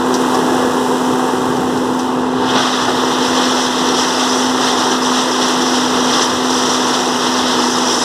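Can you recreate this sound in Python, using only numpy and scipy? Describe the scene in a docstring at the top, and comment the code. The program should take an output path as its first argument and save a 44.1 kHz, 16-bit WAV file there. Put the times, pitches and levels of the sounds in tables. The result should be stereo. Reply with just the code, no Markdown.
"""An open gravel yard, where a self-loading concrete mixer runs its diesel at about 2500 rpm.
The four-cylinder engine drones, rumbles and clatters, and a hydraulic pump whines as the bucket rises.
Stones spill, then at about 2.5 s pour into the turning steel drum and rush round in surges,
their many small impacts merging into noise. A breeze buffets the two ports of a phone,
which forms its stereo picture by delay and subtraction."""
import sys
import numpy as np
from scipy import signal
from scipy.fft import rfft, irfft, next_fast_len
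from scipy.io import wavfile
from scipy.ndimage import uniform_filter1d

SR = 44100
rng = np.random.default_rng(int(sys.argv[2]) if len(sys.argv) > 2 else 0)


def store_pcm(level_fs):
    """Save levels as 16-bit WAV."""
    pcm = np.round(np.clip(level_fs, -1, 1) * 32767).astype(np.int16)
    wavfile.write(sys.argv[1], SR, np.atleast_2d(pcm).T)


N = 354563
TIME = np.arange(N) / SR

# the drone, six waves per shaft turn, sagging as the drum takes up its load: time_s, pitch_hz
DRONE_PITCH = [(0, 253.8), (1.5, 253.9), (2.25, 253.8), (2.47, 255.4), (2.75, 252.5), (3, 254.4),
               (3.92, 253.3), (4.52, 254.6), (5.02, 252.2), (5.23, 254.2), (5.45, 252.3), (5.65, 253.3),
               (6.05, 251.8), (6.55, 252.9), (7.2, 251), (7.45, 252.8), (7.65, 247.5), (7.85, 250.6)]
# its strength, steady until the load drops in and then heaving with it: time_s, level_db
DRONE_LEVEL = [(0, -19.5), (2.1, -20), (2.38, -18), (2.82, -23.5), (3.4, -19), (3.92, -23), (4.45, -19),
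               (4.8, -23), (5.1, -20), (5.32, -22.8), (5.65, -19.7), (6.05, -19), (6.28, -24.5),
               (6.55, -19.5), (6.82, -22.5), (7.5, -20), (7.8, -21), (8.04, -25.5)]
# the engine's harmonics (2 is the firing rate, 6 the drone): shaft_multiple, level_db
ENGINE_HARMONICS = [(2, -25.5), (4, -35.5), (6, 0.5), (12, -43), (21, -16.5)]
# hollow rumble, strongest while the full bucket is lifted: time_s, level_db
RUMBLE_LEVEL = [(0, -19), (.5, -16.5), (1.15, -19.5), (1.7, -18.5), (2.15, -21.5), (2.55, -19.5),
                (2.68, -26), (2.9, -21.5), (3.35, -19), (3.7, -22), (3.9, -19), (4.2, -23), (4.6, -20.5),
                (5.6, -21.5), (6, -19.5), (6.4, -20.5), (8, -21)]
# clatter of the engine and lifting gear: time_s, level_db
CLATTER_LEVEL = [(0, -19.5), (.25, -18), (.65, -17.5), (.8, -19.5), (1.1, -19), (2, -21.5), (2.4, -21),
                 (8, -21)]
# the pump, working hardest while the bucket rises: time_s, level_db
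PUMP_LEVEL = [(0, -35), (.25, -25.5), (.9, -36), (1.25, -29), (1.9, -35), (2.3, -31.5), (3, -38),
              (4.7, -35), (8, -47)]
# harmonics of its whine: shaft_multiple, level_db
PUMP_HARMONICS = [(9, -2), (18, -2), (27, -8), (38, -14), (40, -9)]
# stones trickling off the bucket: time_s, level_db
SPILL_LEVEL = [(0, -33), (.2, -28), (.65, -28.5), (1.1, -29.5), (1.5, -31.5), (2, -34), (2.3, -41),
               (3, -32)]
# gusts on the ports: crest_s, length_s, level_db
GUSTS = [(.63, .6, -36), (1.11, .16, -24), (1.42, .22, -28), (1.72, 0.73, -25), (2.35, 1.2, -30),
         (2.88, 0.33, -27), (3.25, 0.75, -38), (6.1, 1.3, -42)]
# single stones glancing off the machine: start_s, level_db, decay_s
CHINKS = [(.14, -14, .016), (.343, -17.5, 0.011), (1.565, -22, .008), (1.773, -22, .008),
          (1.99, -22.5, .018), (3.549, -21, 0.011), (5.111, -22, 0.012), (5.411, -20, 0.013),
          (5.48, -17, 0.013), (6.24, -18, 0.016)]
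# knocks of the bucket, its arms and the load in the drum: start_s, level_db, decay_s
KNOCKS = [(1.332, -16, .009), (2.552, -12, .028), (2.738, -15, .012), (2.881, -7.5, .015),
          (3.033, -12, .011), (3.93, -14, .014), (6.054, -16, .012), (6.099, -14, .014)]
# the flow swells as gravel slides in, dips as it sticks: middle_s, length_s, swell_db, extra_hiss_db
SURGES = [(2.61, .28, 4.5, 0.5), (3.08, .4, -1.2, 0), (3.27, .14, 2, 1.5), (3.46, .26, 2.5, 0),
          (3.616, .2, 3, 2), (3.726, .16, -1, -1.5), (4.024, 0.49, 2.5, 1), (4.34, 0.45, .5, 3),
          (4.656, 0.21, 3.5, -0.5), (4.98, .14, 0, -4), (5.114, 0.32, 1, .5), (5.46, .24, 3.5, -0.5),
          (5.72, 0.26, 1, 1.5), (5.93, .2, -0.5, -3), (6.167, .34, 3.3, -0.5), (6.4, .12, -.5, -1.5),
          (6.544, 0.21, 1.5, 3.5), (6.72, .24, 1, 2.5), (7.26, .16, 2.5, -1), (7.5, 0.4, 3, -1.5),
          (7.75, 0.38, 1.5, 2.5), (7.97, 0.37, 0, 4.5)]
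# the load landing in the drum: start_s, level_db, decay_s
LANDING = [(2.535, -20, 0.017), (2.556, -10.5, 0.017)]

# spectral envelopes: frequency_hz, density_db
RUMBLE_SPECTRUM = [(30, -28), (60, -27), (110, -13.5), (200, -10), (280, -5.5), (320, 0), (355, -1.5),
                   (400, -0.5), (440, -2), (480, 1), (520, -5.5), (570, -13), (800, -40), (2000, -68)]  # the engine's hollow body
CLATTER_SPECTRUM = [(300, -16.5), (520, -18), (610, -7.5), (740, -3.5), (920, 0), (1300, -7), (1800, -14),
                    (2400, -16.5), (3200, -17), (6000, -25), (10000, -36), (15000, -58)]  # engine and lifting gear
SPILL_SPECTRUM = [(1000, -11), (2400, -5), (3200, 0), (4400, -3.5), (5700, 1), (7700, -1.5), (10000, -6),
                  (13000, -13.5), (15000, -15)]  # trickling stones
BREEZE_SPECTRUM = [(25, -28), (55, -6), (85, -3), (125, 4), (190, -5), (300, 4.5), (600, -30), (1500, -58)]  # wind on the ports
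CHINK_SPECTRUM = [(2200, -11), (3200, -5), (4500, 0), (5900, 1.5), (7200, -7), (9000, -11.5), (15000, -28)]  # a glancing stone
KNOCK_SPECTRUM = [(100, -20), (300, 1), (450, 0), (600, -7), (950, -5), (1600, -12), (4000, -30),
                  (10000, -50)]  # heavy parts knocking
TUMBLE_SPECTRUM = [(150, -26), (400, -11), (600, -5.5), (900, -1.5), (1200, -0.5), (1550, -6.5), (1950, -6),
                   (2400, -17.5), (4000, -20)]  # the tumbling mass
STRIKE_SPECTRUM = [(1200, -16.5), (2000, -4.5), (2600, -2.5), (3400, 2), (3900, 0.5), (4500, -2),
                   (6000, -21), (10000, -43)]  # stones on bare steel
HISS_SPECTRUM = [(3000, -27), (4300, -11), (5100, 2.5), (5800, 3), (6600, -4), (7600, -9), (9000, -13),
                 (11000, -20.5), (13000, -36), (15000, -37)]  # hiss at the drum's mouth

# the phone's stereo response: frequency_hz, side_minus_mid_db, far_port_share
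PORT_RESPONSE = [(50, 8, 0), (120, -0.5, 0.11), (220, -8, 0.07), (510, -6.5, 0), (710, -9, 0.5),
                 (1150, -1, 0.86), (2180, -6, 1), (3400, 2.5, 0.86), (4560, -4.5, 0.54), (5700, 0.5, 0.66),
                 (7450, -2.5, 0.05), (10000, 0.5, 0.23), (13600, -2, 0.06)]
# its channel balance: frequency_hz, left_minus_right_db
BALANCE = [(60, -1), (200, 5), (370, 1.5), (700, 3), (1300, -0.2), (4000, -.5)]


def undb(db):
    """Amplitude ratio: a factor of ten for every 20 dB."""
    return 10 ** (np.asarray(db) / 20)


def curve(rows):
    """Linear interpolation of a table in time."""
    return np.interp(TIME, *np.array(rows).T)


def over_hz(rows, freq, column=1):
    """Linear interpolation of one column in log frequency."""
    rows = np.array(rows)
    return np.interp(np.log(freq), np.log(rows[:, 0]), rows[:, column])


def spectrum(x):
    """Fourier transform with zero padding: frequencies and bins."""
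    size = 2 * next_fast_len(N // 2 + 2048)
    return np.maximum(np.arange(size // 2 + 1) * SR / size, 1), rfft(x, size)


def unit(x):
    """Normalisation to rms 1."""
    return x / np.sqrt(np.mean(x ** 2))


def colour(x, points):
    """Source and filter: a body imposes its spectrum, rolling off beyond the table's ends; rms 1."""
    freq, bins = spectrum(x)
    ends = 1 / (1 + (points[0][0] / freq / 2) ** 4) / (1 + (freq / points[-1][0] / 2) ** 4)
    return unit(irfft(bins * undb(over_hz(points, freq)) * ends)[..., :N])


def noise():
    """Uncorrelated white noise for mid and side."""
    return rng.standard_normal((2, N))


def waver(per_s):
    """Random modulation: per_s values a second, joined by straight lines; rms 1."""
    return unit(np.interp(TIME * per_s, np.arange(8192), rng.standard_normal(8192)))


def swell(crest, length):
    """A raised-cosine pulse, from 0 to 1 and back."""
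    return np.cos(np.pi * np.clip((TIME - crest) / length, -.5, .5)) ** 2


def harmonics(turns, table, waver_db, waver_rad):
    """Rotation gives partials at multiples of the shaft speed, each wavering in level and phase."""
    tone = 0
    for multiple, db in table:
        order = round(multiple)
        looseness = .15 if order == 6 else 1  # the main drone is the steadiest
        phase = 2 * np.pi * order * turns + looseness * waver_rad * waver(18)
        tone = tone + np.sqrt(2) * undb(db + looseness * waver_db * waver(14)) * np.sin(phase)
    return tone


def drone(turns, throb_db=0.75, side_db=-8, octave_side_db=-7):
    """Amplitude modulation: the engine's harmonics heave and throb once the drum is loaded."""
    gain = undb(curve(DRONE_LEVEL) + tipped() * throb_db * waver(9))
    mid = harmonics(turns, ENGINE_HARMONICS, waver_db=4.0, waver_rad=.3)
    phase = 2 * np.pi * 6 * turns
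    # the drone and its octave reach the two ports unequally
    side = undb(side_db) * np.sin(phase) + undb(octave_side_db) * np.sin(2 * phase)
    return gain * np.array([mid, np.sqrt(2) * side])


def firings(turns, repeat_share, depth, decay_share):
    """The four-stroke cycle: four bursts per two turns, their rattle part periodic and part random."""
    cycle = turns / 2 % 1
    pattern = rng.standard_normal((2, 2048))
    periodic = pattern[:, (cycle * pattern.shape[1]).astype(int)]
    strength = undb(1.5 * rng.standard_normal(1024))[(2 * turns).astype(int) % 1024]
    burst = 1 + depth * strength * np.exp(-(2 * turns % 1) / decay_share)
    lope = 1 + 0.034 * np.sin(2 * np.pi * cycle)
    return (np.sqrt(repeat_share) * periodic + np.sqrt(1 - repeat_share) * noise()) * burst * lope


def pump(turns):
    """Pressure ripple: the nine-piston hydraulic pump whines at shaft harmonics, in the mid only."""
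    whine = undb(curve(PUMP_LEVEL)) * harmonics(turns, PUMP_HARMONICS, waver_db=5.0, waver_rad=0.11)
    return np.array([whine, np.zeros(N)])


def engine(hunt_hz=.4):
    """Forced vibration: one shaft sets the pace of drone, pump, rumble and clatter."""
    pitch_hz = curve(DRONE_PITCH) + hunt_hz * waver(8)  # the governor hunts
    turns = np.cumsum(pitch_hz) / SR / 6
    soft_bursts = firings(turns, repeat_share=0.11, depth=0.31, decay_share=0.2)
    hard_bursts = firings(turns, repeat_share=0.23, depth=0.5, decay_share=0.36)
    rumble = colour(soft_bursts, RUMBLE_SPECTRUM) * undb(curve(RUMBLE_LEVEL))
    clatter = colour(hard_bursts, CLATTER_SPECTRUM) * undb(curve(CLATTER_LEVEL))
    return drone(turns) + pump(turns) + rumble + clatter


def stones(per_s, spread_db):
    """A Poisson process of contacts: many small impulses and a few large."""
    hit = rng.random((2, N)) < per_s / SR
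    size = undb(spread_db * np.minimum(rng.exponential(size=N), 5))
    return unit(hit * size * np.sign(noise()))


def spill():
    """Shot noise: stones falling off the bucket merge into a bright trickle."""
    return colour(stones(per_s=7000, spread_db=2.5), SPILL_SPECTRUM) * undb(curve(SPILL_LEVEL))


def breeze(draught_db=-46, flutter_db=2.5, side_db=7):
    """Turbulent pressure: a draught and gusts push on the two ports, mostly in opposition."""
    wind = undb(draught_db) + sum(undb(db) * swell(at, length) for at, length, db in GUSTS)
    buffeting = colour(noise(), BREEZE_SPECTRUM) * wind * undb(flutter_db * waver(20))
    return buffeting * undb([[0], [side_db]])


def impacts(rows, body, rise_s):
    """Damped vibration: each blow is a noise burst in a body's spectrum, decaying exponentially."""
    envelope = 0
    for start, db, decay in rows:
        age = np.clip(TIME - start, 0, 1)
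        envelope = envelope + undb(db) * (1 - np.exp(-age / rise_s)) * np.exp(-age / decay)
    return colour(noise(), body) * envelope


TIP_S, TIP_RISE_S = 2.322, 0.22  # the bucket starts to tip; its flow builds up


def tipped():
    """A linear ramp, 0 to 1: how far the flow from bucket to drum has opened."""
    return np.clip((TIME - TIP_S) / TIP_RISE_S, 0, 1)


def pour_levels(slip_db=0.82, cushion_db_per_s=0.2, spread_s=0.75):
    """Common modulation: one surging flow drives the levels of tumbling, strikes and hiss."""
    age = np.maximum(TIME - TIP_S, 0)
    surge_db = slip_db * waver(16) + sum(db * swell(at, length) for at, length, db, _ in SURGES)
    spray_db = sum(db * swell(at, length) for at, length, _, db in SURGES)
    tumble_db = -20.5 + 0.75 * surge_db - cushion_db_per_s * age  # the growing bed cushions it
    strike_db = -24.5 + surge_db
    hiss_db = -25.5 + surge_db + spray_db - 8 * np.exp(-age / spread_s)  # builds as the stream spreads
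    return tumble_db, strike_db, hiss_db


def pour():
    """Granular flow: gravel tumbles in the drum, striking steel and hissing at the mouth in clumps."""
    tumble_db, strike_db, hiss_db = pour_levels()
    clumps = undb(0.96 * waver(50))
    tumble = colour(stones(per_s=7000, spread_db=1.5), TUMBLE_SPECTRUM) * undb(tumble_db)
    strikes = colour(stones(per_s=8000, spread_db=2.5), STRIKE_SPECTRUM) * undb(strike_db)
    hiss = colour(stones(per_s=9000, spread_db=3.0), HISS_SPECTRUM) * undb(hiss_db)
    rattle = drum_ring(clumps * (strikes + hiss), decay_s=0.008, direct_db=-2, ring_db=0.8)
    return tipped() * (tumble + rattle)


def drum_ring(contacts, decay_s, direct_db, ring_db, places=16):
    """Reverberation between steel walls: each place of contact has its own short impulse response."""
    age = TIME[:SR // 25]
    place = rng.integers(0, places, N // 64 + 1).repeat(64)[:N]
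    ring = 0
    for k in range(places):
        tail = rng.standard_normal(len(age)) * np.exp(-age / decay_s)
        share = uniform_filter1d((place == k) * 1., size=24)
        ring = ring + signal.oaconvolve(contacts * share, tail[None] / np.linalg.norm(tail))[:, :N]
    return undb(direct_db) * contacts + undb(ring_db) * ring


def ports(mid_side, travel_s=0.0004435):
    """Comb filtering: each port has the other's delayed sound subtracted, giving left and right."""
    freq, (mid, side) = spectrum(mid_side)
    far_share = np.clip(over_hz(PORT_RESPONSE, freq, column=2), 0, .97)
    far = far_share * np.exp(-2j * np.pi * freq * travel_s)
    to_mid, to_side = 1 - far, (1 + far) * undb(over_hz(PORT_RESPONSE, freq))
    total = np.hypot(abs(to_mid), abs(to_side))  # the phone evens out the total power
    mid, side = mid * to_mid / total, side * to_side / total
    lean = undb(over_hz(BALANCE, freq) / 2)
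    return irfft(np.array([(mid + side) * lean, (mid - side) / lean]))[:, :N]


def scene():
    """Superposition: all sources add as mid and side and are picked up as left and right."""
    chinks = impacts(CHINKS, CHINK_SPECTRUM, rise_s=0.00085)
    knocks = impacts(KNOCKS, KNOCK_SPECTRUM, rise_s=0.0015)
    landing = impacts(LANDING, STRIKE_SPECTRUM, rise_s=0.0037)
    return ports(engine() + spill() + chinks + knocks + pour() + landing + breeze())


def record(dry):
    """Clipping and band limiting: the phone caps the peaks and cuts the treble above 15 kHz."""
    clipped = np.clip(dry, -.93, .93)
    return signal.sosfilt(signal.ellip(10, .2, 80, 15000, fs=SR, output="sos"), clipped)


dry = scene()
out = record(dry)
store_pcm(out)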